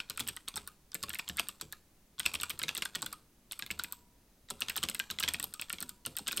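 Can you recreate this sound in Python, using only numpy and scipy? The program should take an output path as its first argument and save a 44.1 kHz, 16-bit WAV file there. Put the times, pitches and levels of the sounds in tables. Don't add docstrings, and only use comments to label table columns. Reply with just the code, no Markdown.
import sys
import numpy as np
from scipy import signal
from scipy.fft import rfft, irfft
from scipy.io import wavfile
from scipy.ndimage import uniform_filter1d

SR = 44100
rng = np.random.default_rng(int(sys.argv[2]) if len(sys.argv) > 2 else 0)


def output_pcm(signal):
    pcm = np.clip(np.atleast_2d(signal).T, -1, 1) * 32767
    wavfile.write(sys.argv[1], SR, np.round(pcm).astype(np.int16))


N = 282240


def gain_of(db):
    return 10 ** (np.asarray(db) / 20)


def read(points, hz):
    f, value = np.transpose(points)
    return np.interp(np.log(hz + 1), np.log(f + 1), value)


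def add(mix, s, sound):
    part = mix[max(round(s * SR), 0):][:len(sound)]
    part += sound[:len(part)]


def coloured(x, spectrum):
    weight = gain_of(read(spectrum, np.fft.rfftfreq(N, 1 / SR)))
    return irfft(rfft(x) * weight, N)


def ring(modes, chance, seconds, rise_s, spread, loose_db):
    hz, db, t60 = np.transpose(modes)[:, :, None]
    detune, strength, phase = chance[:3 * len(modes)].reshape(3, -1, 1)
    t = np.arange(round(seconds * SR)) / SR
    cycles = hz * (1 + spread * (2 * detune - 1)) * t + phase
    level_db = db + loose_db * (2 * strength - 1) - 60 * t / t60
    sound = (gain_of(level_db) * np.sin(2 * np.pi * cycles)).sum(0)
    sound *= (1 - np.exp(-t / rise_s)) ** 2
    power = uniform_filter1d(sound ** 2, size=round(4 * rise_s * SR) + 20)
    return sound / np.sqrt(power.max())


# (frequency [Hz], relative density [dB per Hz])
AIR_SPECTRUM = [(20, 5.5), (50, 2.5), (100, -4), (220, -3), (500, -12.5), (1200, -20), (3000, -22.5),
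                (5900, -23), (6350, -21), (6800, -24), (12000, -23.5), (15500, -25.5)]
AIR_DB, HISS_DB = -65, -75.5


def air():
    noise, hiss = coloured(rng.standard_normal(N), AIR_SPECTRUM), rng.standard_normal(N)
    return gain_of(AIR_DB) * noise / noise.std() + gain_of(HISS_DB) * np.array([hiss, -hiss])


def tail(x, decays, start_s, half_cycles_per_s=83):
    size, out = SR // 2, np.zeros(N)
    turn = np.arange(N) / SR * half_cycles_per_s
    for k in range(3):
        taps = rng.standard_normal(size) * (np.arange(size) >= start_s * SR)
        hz, t, z = signal.stft(taps, SR, nperseg=128)
        decay = gain_of(-60 * t / read(decays, hz)[:, None])
        taps = signal.istft(z * decay, SR, nperseg=128)[1]
        share = np.sqrt(2 / 3) * np.cos(np.pi * (turn + k / 3))
        out += signal.oaconvolve(x * share, taps / np.linalg.norm(taps))[:N]
    return out


# (frequency [Hz], t60 [s])
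ROOM_DECAY = [(200, 0.62), (1000, 0.42), (3000, 0.25), (8000, 0.35), (14000, 0.28)]
ROOM_KEYS_DB, ROOM_BOARD_DB, ROOM_THUMPS_DB = -18, -6.0, -8.0


def key_reverberation(keys, shiver):
    sources = gain_of(ROOM_KEYS_DB) * keys + gain_of(ROOM_BOARD_DB) * shiver
    return tail(sources, ROOM_DECAY, start_s=0.0026)


def thump_reverberation(low):
    return gain_of(ROOM_THUMPS_DB) * tail(low, ROOM_DECAY, start_s=0.006, half_cycles_per_s=2.286)


RATTLE_KEYS_DB, RATTLE_T60 = -15.5, 0.051


def rattle(keys, shiver):
    chatter = [(100, RATTLE_T60), (16000, RATTLE_T60)]
    return tail(gain_of(RATTLE_KEYS_DB) * keys + shiver, chatter, start_s=0.00091)


def uneven_contact():
    bumps = uniform_filter1d(uniform_filter1d(rng.standard_normal(N), size=110), size=110)
    return gain_of(2.09 * bumps / bumps.std())


# (frequency [Hz], relative density [dB per Hz])
BOARD_SPECTRUM = [(300, -3), (600, -5.5), (1260, 1.5), (1700, -7), (2600, 4), (4200, 1), (6400, -10),
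                  (8300, -7.5), (9900, -16.5), (12500, -16.5), (16000, -35)]
BOARD_DB, SNAP_TREBLE_DB = 17, 0.5


def board(leaf, cap):
    snaps, blows = np.zeros((2, N))
    for s, db, *_ in leaf:
        add(snaps, s, gain_of([db]))
    for s, db, *_ in cap:
        add(blows, s, gain_of([db]))
    treble = np.diff(snaps, prepend=0)
    return gain_of(BOARD_DB) * coloured(blows + gain_of(SNAP_TREBLE_DB) * treble, BOARD_SPECTRUM)


def steel(hits, modes):
    out = np.zeros(N)
    for (s, db), chance in zip(hits, rng.random((len(hits), 6))):
        add(out, s, gain_of(db) * ring(modes, chance, .8, rise_s=.004, spread=0, loose_db=0))
    return out


# (time [s], level [dB])
SPRING_PINGS = [(.68, -60), (1.73, -64), (3.134, -58), (5.545, -57), (5.9, -66)]
# (frequency [Hz], relative level [dB], t60 [s])
SPRING_MODES = [(1235, 0, .13), (1295, -2, .1)]


def springs():
    return steel(SPRING_PINGS, SPRING_MODES)


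# (time [s], level [dB])
WIRE_HITS = [(2.436, -68), (3.796, -61), (4.62, -75), (5.239, -74), (5.83, -68)]
# (frequency [Hz], relative level [dB], t60 [s])
WIRE_MODES = [(959, 0, 1.1), (982, -2, 1.0)]


def wire():
    return steel(WIRE_HITS, WIRE_MODES)


# (time [s], case level [dB], desk level [dB])
THUMPS = [(0.1, -57.5, -66), (0.201, -46, -58), (0.263, -62, -68), (0.289, -57, -70), (0.542, -56.5, -60),
          (0.57, -53, -68), (0.947, -50, -73), (1.034, -51.5, -58), (1.083, -58, -77), (1.295, -48.5, -55),
          (1.392, -52, -60), (1.623, -52.5, -61), (2.188, -58.5, -66), (2.259, -52.5, -55),
          (2.344, -53, -58), (2.408, -59, -60), (2.532, -56.5, -58), (2.616, -56, -63), (2.64, -49.5, -60),
          (2.682, -57, -69), (2.773, -53, -65), (2.958, -49, -62), (2.993, -64, -70), (3.03, -48, -68),
          (3.624, -57, -71), (3.704, -52, -57), (3.84, -58.5, -74), (4.512, -49.5, -65), (4.618, -54, -68),
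          (4.682, -60, -62), (4.78, -55, -62), (4.835, -45.5, -58), (4.888, -49, -66), (5.105, -52.5, -58),
          (5.2, -56.5, -64), (5.234, -52.5, -52), (5.28, -51.5, -64), (5.339, -50, -71), (5.39, -56, -73),
          (5.434, -55.5, -68), (5.732, -51, -64), (5.813, -50.5, -67), (6.065, -49, -61), (6.2, -51.5, -66),
          (6.285, -54, -67), (6.327, -52.5, -71), (6.376, -51, -66)]
# (frequency [Hz], relative level [dB], t60 [s])
LOW_CASE_MODES = [(131.4, -2, 0.11), (168.7, -2.5, 0.12), (202.6, 1, 0.096), (228.7, -2.5, 0.15),
                  (263.7, -7.5, 0.08), (311, -1.5, 0.14), (364.5, -5, 0.11), (428.7, 0, 0.076),
                  (532, 0.5, 0.055), (720, -6, 0.071)]
# (frequency [Hz], relative level [dB], t60 [s])
SWAY_MODES = [(77.1, 17.5, 0.33), (48.3, 0.5, 0.19)]


def thumps():
    out = np.zeros(N)
    for (s, db, desk_db), chance in zip(THUMPS, rng.random((len(THUMPS), 36))):
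        case = ring(LOW_CASE_MODES, chance, .2, rise_s=.003, spread=.08, loose_db=6.0)
        desk = ring(SWAY_MODES, chance[30:], 0.38, rise_s=0.0035, spread=0.031, loose_db=8.0)
        add(out, s, gain_of(db) * case)
        add(out, s, gain_of(desk_db) * desk)
    return out


# (time [s], level [dB],
# cap ring [Hz], case against cap [dB], case ring [Hz])
KNOCKS = [(0.002, -29.5, 2430, -10.5, 1490), (0.099, -33.5, 4150, -15.5, 1340),
          (0.1053, -36, 3230, -8.5, 1480), (0.178, -35.5, 2580, -4.5, 1315),
          (0.195, -35.5, 2670, -11, 1520), (0.2053, -29, 3560, -14, 1120), (0.2693, -42, 2920, -10, 1700),
          (0.2855, -31.5, 3050, -11, 1830), (0.294, -38, 2490, -14, 1620), (0.37, -41, 3050, -1, 1530),
          (0.4792, -34, 3050, -11, 1370), (0.4841, -35.5, 3890, -19, 1220), (0.5405, -44, 3550, -11, 1150),
          (0.5647, -36, 5550, -5.5, 1073), (0.5763, -34.5, 3740, -6.5, 1630), (0.676, -45.5, 4030, 1, 1400),
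          (0.918, -45.5, 4750, -23, 1310), (0.9509, -38.5, 2340, -4, 2130), (1.0282, -34, 5100, -18, 1960),
          (1.036, -31.5, 3430, -5.5, 1370), (1.0848, -43.5, 2880, -7, 1370),
          (1.1029, -34.5, 2760, -7, 1720), (1.1363, -36.5, 3180, -4, 1930), (1.1542, -36, 2130, -6, 2140),
          (1.1912, -37.5, 2760, 0, 1740), (1.195, -30, 2540, -9.5, 1110), (1.2788, -38, 3370, -18, 2200),
          (1.2967, -32, 3200, -9.5, 1765), (1.3772, -40.5, 3340, -3, 1790), (1.384, -33, 2220, -2, 2100),
          (1.3899, -29.5, 3200, -11, 1290), (1.3962, -24.5, 2700, -11.5, 900),
          (1.4096, -54, 3280, -17, 1330), (1.4909, -38, 2660, -5.5, 1190),
          (1.6115, -36.5, 3900, -8.5, 1280), (1.6172, -44, 5470, -15, 1020), (1.7243, -45, 3440, -27, 2140),
          (1.7291, -45.5, 3830, 3, 1405), (2.189, -40.5, 3370, -16, 2050), (2.2005, -29, 3260, -6.5, 1570),
          (2.2314, -42.5, 3300, -13, 2100), (2.2552, -31.5, 2600, -21, 1950),
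          (2.2617, -21, 2740, -17, 2040), (2.2752, -51, 4850, -10, 1270), (2.2946, -48, 4240, -15, 1220),
          (2.3405, -30.5, 2680, -14, 1010), (2.3532, -27.5, 2810, -23, 2150),
          (2.4002, -35, 3740, -14, 1900), (2.4178, -35, 2950, -19, 2150), (2.4347, -30, 2420, -2, 1466),
          (2.5015, -32.5, 2990, -9.5, 1540), (2.5084, -33.5, 2380, -17, 2130), (2.595, -37, 3870, -9, 1344),
          (2.5963, -42, 2520, 0, 1740), (2.6168, -33, 2920, -8, 1620), (2.6352, -27.5, 3610, -5, 2135),
          (2.6824, -31, 3430, -7, 1640), (2.691, -25.5, 2750, -17, 2040), (2.7538, -37, 2780, -8, 2100),
          (2.768, -32, 3330, -16, 1430), (2.7812, -34.5, 3900, -14, 1640),
          (2.8221, -26.5, 2680, -8.5, 1710), (2.8558, -35, 3340, 0.5, 1550),
          (2.9498, -32.5, 3640, -10.5, 1480), (2.9531, -34.5, 4170, -4.5, 1855),
          (2.9589, -31.5, 2950, -11.5, 1440), (3.0261, -33, 4030, -3, 1143), (3.0637, -33, 3520, -6, 1540),
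          (3.1263, -44, 4240, -4, 1430), (3.1312, -48, 2200, 5, 1250), (3.512, -37, 3680, -23, 1320),
          (3.5303, -41.5, 3030, -11, 2100), (3.5953, -39, 2440, -8, 1480), (3.623, -32.5, 3710, -5.5, 2050),
          (3.663, -41, 3700, -6, 2030), (3.704, -34, 2130, 0.5, 2170), (3.713, -31, 2580, -25, 2170),
          (3.7952, -29.5, 3710, -2, 1410), (3.8018, -48, 3830, -9, 1240), (3.8443, -35.5, 2430, -8.5, 1610),
          (3.9298, -53.5, 3240, 6, 1260), (4.4867, -51, 4000, -7, 1590), (4.5062, -37, 3900, -2.5, 1026),
          (4.613, -44, 2950, 2.5, 1410), (4.62, -23.5, 2690, -22, 1820), (4.629, -51, 2700, -2, 1230),
          (4.6843, -32, 3170, -8, 2140), (4.6986, -30, 2490, -8, 1890), (4.7034, -44, 2380, -3, 2150),
          (4.7078, -45, 2300, 0, 1750), (4.758, -33.5, 3070, -11, 1830), (4.7676, -35, 4200, -1.5, 1290),
          (4.779, -31, 3000, -18, 1350), (4.8294, -29, 3080, -10.5, 1440), (4.837, -26.5, 3140, -12, 1530),
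          (4.8502, -43, 3310, -6, 970), (4.8866, -29, 3270, -10, 2230), (4.895, -45, 3180, -3, 1540),
          (4.9131, -42, 3020, -6, 2120), (4.95, -37, 2600, -6, 2010), (4.9984, -27, 2690, -4.5, 2070),
          (5.1016, -33, 3050, -7.5, 1640), (5.1119, -30, 3890, -15, 1317), (5.1866, -30, 3260, -10, 2000),
          (5.2046, -31.5, 2700, -7, 1320), (5.2267, -31.5, 3860, -5.5, 2120),
          (5.2318, -31, 3860, -12, 2130), (5.2372, -23.5, 2940, -9, 2100), (5.2515, -48, 3220, -14, 2130),
          (5.2779, -27.5, 3280, -9.5, 2060), (5.2832, -29.5, 2600, -23, 1570),
          (5.2876, -29, 3150, -10, 1840), (5.301, -44, 2950, -14, 1860), (5.344, -28.5, 2630, -11, 1820),
          (5.4003, -37, 2820, -3, 1440), (5.4273, -38, 3680, -29, 1750), (5.4355, -43.5, 3660, -6, 1045),
          (5.4418, -42.5, 2970, -1.5, 934), (5.5958, -33.5, 2590, -15, 1700),
          (5.621, -32.5, 2580, -23, 1740), (5.7018, -32, 2700, -4.5, 1726), (5.7335, -36, 2410, -10, 2170),
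          (5.784, -41, 3220, -5.5, 2180), (5.812, -40, 4350, -10, 1670), (5.8287, -42.5, 4070, 2.5, 1338),
          (6.052, -37, 3010, -21, 2090), (6.066, -35.5, 3000, -5.5, 1350), (6.1722, -36, 3140, -7, 2000),
          (6.1917, -42, 4200, -3, 990), (6.2707, -31.5, 3020, -17, 1280), (6.2839, -30, 3020, -9.5, 2080),
          (6.312, -33, 2620, -13, 2130), (6.3168, -41, 2670, -2, 1370), (6.3283, -32, 3970, -7, 1410),
          (6.377, -29.5, 3030, -24, 1960)]
# (multiple of cap ring [1], relative level [dB], t60 [s])
CAP_MODES = [(1, 1.5, 0.0093), (.82, -7, 0.0046), (1.2, 0, 0.0063), (1.42, -7.5, 0.0066),
             (1.7, -10, 0.0092), (2.05, -2.5, 0.0046)]
# (multiple of case ring [1], relative level [dB], t60 [s])
CASE_MODES = [(1, 4, 0.022), (.62, -13, 0.016), (.8, -9.5, 0.057), (1.25, -2.5, 0.02)]
BOUNCE_S, BOUNCE_DB = 0.0064, -22.5
TRAVEL_S, TRAVEL_DB, TRAVEL_HZ = .008, -22.5, 3600
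CLICK_CAP_HZ, CLICK_CAP_DB = 4260, -15
UNDER_SNAP_CASE = (-6.5, 1450)


def cap_blows():
    late = rng.uniform(0.58, 2.6, len(KNOCKS))
    early = rng.uniform(.5, 2, len(CLICKS))
    bounces = [(s + BOUNCE_S * u, db + BOUNCE_DB, *rings) for (s, db, *rings), u in zip(KNOCKS, late)]
    travel = [(s - TRAVEL_S * u, db + TRAVEL_DB, TRAVEL_HZ, *UNDER_SNAP_CASE)
              for (s, db, _), u in zip(CLICKS, early)]
    under = [(s, db + CLICK_CAP_DB, CLICK_CAP_HZ, *UNDER_SNAP_CASE) for s, db, _ in CLICKS]
    return list(KNOCKS) + bounces + travel + under


def knocks(blows):
    out = np.zeros(N)
    for (s, db, cap_hz, case_db, case_hz), chance in zip(blows, rng.random((len(blows), 36))):
        cap_modes = np.multiply(CAP_MODES, [cap_hz, 1, 1])
        case_modes = np.multiply(CASE_MODES, [case_hz, 1, 1])
        cap = ring(cap_modes, chance, .04, rise_s=0.00037, spread=0.07, loose_db=0.0)
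        case = ring(case_modes, chance[18:], .04, rise_s=0.00042, spread=0.046, loose_db=10.0)
        add(out, s, gain_of(db) * (cap + gain_of(case_db) * case))
    return out


# (time [s], level [dB], upper ring against lower ring [dB])
CLICKS = [(0.0986, -33, 0), (0.1747, -30.5, -8), (0.1951, -30, -10), (0.2015, -28, -5), (0.207, -41, -2),
          (0.276, -33, 1), (0.285, -34, -15), (0.2886, -29, -2), (0.3649, -35, -4), (0.4846, -30, -6),
          (0.5583, -32, -8), (0.5643, -39, -13), (0.5716, -30, -7), (0.6753, -35, -2.5), (0.9449, -29.5, 2),
          (0.9517, -32, -14), (1.0286, -34, -5), (1.0356, -33.5, -5), (1.094, -32, -1), (1.1321, -36, -7),
          (1.1463, -32.5, 0.5), (1.1875, -35.5, -1), (1.1946, -38, -6), (1.2888, -31, -2),
          (1.2969, -38, -7), (1.3705, -33, -3), (1.3956, -23, -4.5), (1.404, -46, -6), (1.486, -30, -2),
          (1.6124, -32.5, -3), (1.6179, -37, -14), (1.7248, -36, 0), (2.1961, -25.5, -6),
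          (2.2598, -26.5, -3), (2.2626, -26, -18), (2.3372, -36, -1), (2.3404, -35, -9),
          (2.3497, -29.5, -8), (2.412, -31.5, -4), (2.4175, -43, -7), (2.433, -25.5, -8), (2.4962, -32, -4),
          (2.5058, -35, 4), (2.5914, -32, 1.5), (2.5926, -42, -12), (2.6304, -30.5, -7), (2.688, -43, 7),
          (2.7501, -30, -6), (2.7771, -30.5, 0), (2.8217, -31, -8), (2.8531, -30.5, -4), (2.857, -40, -13),
          (2.9506, -53, -3), (2.9549, -27.5, -8), (3.02, -30, -5), (3.0263, -33, -13), (3.062, -32.5, -1.5),
          (3.1285, -33, -3), (3.5214, -29.5, -5), (3.592, -35, 1), (3.6633, -44, 3), (3.711, -31.5, -4),
          (3.7913, -34.5, -4), (3.837, -29, -1), (3.924, -32, 2), (4.5029, -30, -8), (4.5077, -31.5, -11),
          (4.6064, -34.5, 2), (4.6112, -36, -17), (4.6834, -37, -15), (4.6968, -30, -1.5),
          (4.7647, -31.5, 5), (4.7749, -27.5, -12), (4.8296, -33, -15), (4.8353, -26.5, -4),
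          (4.8876, -31, -4), (4.898, -27.5, -5), (4.947, -29, -3), (4.9937, -29.5, -1.5),
          (5.0005, -35, -15), (5.103, -41, -13), (5.1096, -35, 2.5), (5.1985, -30.5, -5), (5.202, -28.5, 0),
          (5.2344, -35.5, 3), (5.2446, -47, -10), (5.2867, -26, -5), (5.2897, -41, -12), (5.3367, -28, -2),
          (5.3394, -32, -11), (5.398, -28.5, -6), (5.4281, -31, -3), (5.4412, -29.5, 3), (5.5387, -31, -6),
          (5.6142, -31.5, -2), (5.6974, -31.5, -5), (5.728, -29, -2), (5.8044, -33, -2.5),
          (5.8261, -31, 0.5), (5.8926, -32.5, -3.5), (6.062, -26, -4.5), (6.0668, -37, -14),
          (6.1675, -29.5, 1.5), (6.173, -45, -7), (6.1859, -28.5, -7), (6.2707, -41, -19),
          (6.2795, -24, -7), (6.3187, -38, 2), (6.323, -32.5, -1), (6.3279, -38, -10), (6.3656, -37, 1),
          (6.3724, -24, -5), (6.3776, -35, -9), (6.3983, -27.5, -4)]
# (frequency [Hz], relative level [dB], t60 [s])
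LEAF_LOW_MODES = [(6540, -25, 0.0039), (7700, -0.5, 0.0034), (8230, 1, 0.006), (8684, 2.5, 0.0042),
                  (9700, -15, 0.0041)]
# (frequency [Hz], relative level [dB], t60 [s])
LEAF_HIGH_MODES = [(10690, -9.5, 0.0067), (11520, -7.5, 0.0081), (12430, 3.5, 0.0036), (13550, 4, 0.0033),
                   (15130, -8, 0.0057), (16200, -20.5, .006)]
KNOCK_LEAF_DB, KNOCK_UPPER_DB = -15, -6


def leaf_blows():
    jolts = [(s, db + KNOCK_LEAF_DB, KNOCK_UPPER_DB) for s, db, *_ in KNOCKS]
    return list(CLICKS) + jolts


def clicks(blows):
    out = np.zeros(N)
    for (s, db, upper_db), chance in zip(blows, rng.random((len(blows), 36))):
        low = ring(LEAF_LOW_MODES, chance, .02, rise_s=0.0001, spread=0.02, loose_db=15.5)
        high = ring(LEAF_HIGH_MODES, chance[18:], .02, rise_s=0.00013, spread=0.037, loose_db=6.5)
        add(out, s, gain_of(db) * (low + gain_of(upper_db) * high))
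    return out


def scene():
    leaf, cap = leaf_blows(), cap_blows()
    keys = clicks(leaf) + knocks(cap)
    shiver = board(leaf, cap)
    low = thumps()
    loose = uneven_contact() * (rattle(keys, shiver) + key_reverberation(keys, shiver))
    return keys + loose + low + thump_reverberation(low) + wire() + springs() + air()


EDGE_HZ = 16300


def record(dry):
    taps = signal.firwin(255, EDGE_HZ, window=("kaiser", 9), fs=SR)
    return signal.oaconvolve(dry, taps[None], "same")


dry = scene()
out = record(dry)
output_pcm(out)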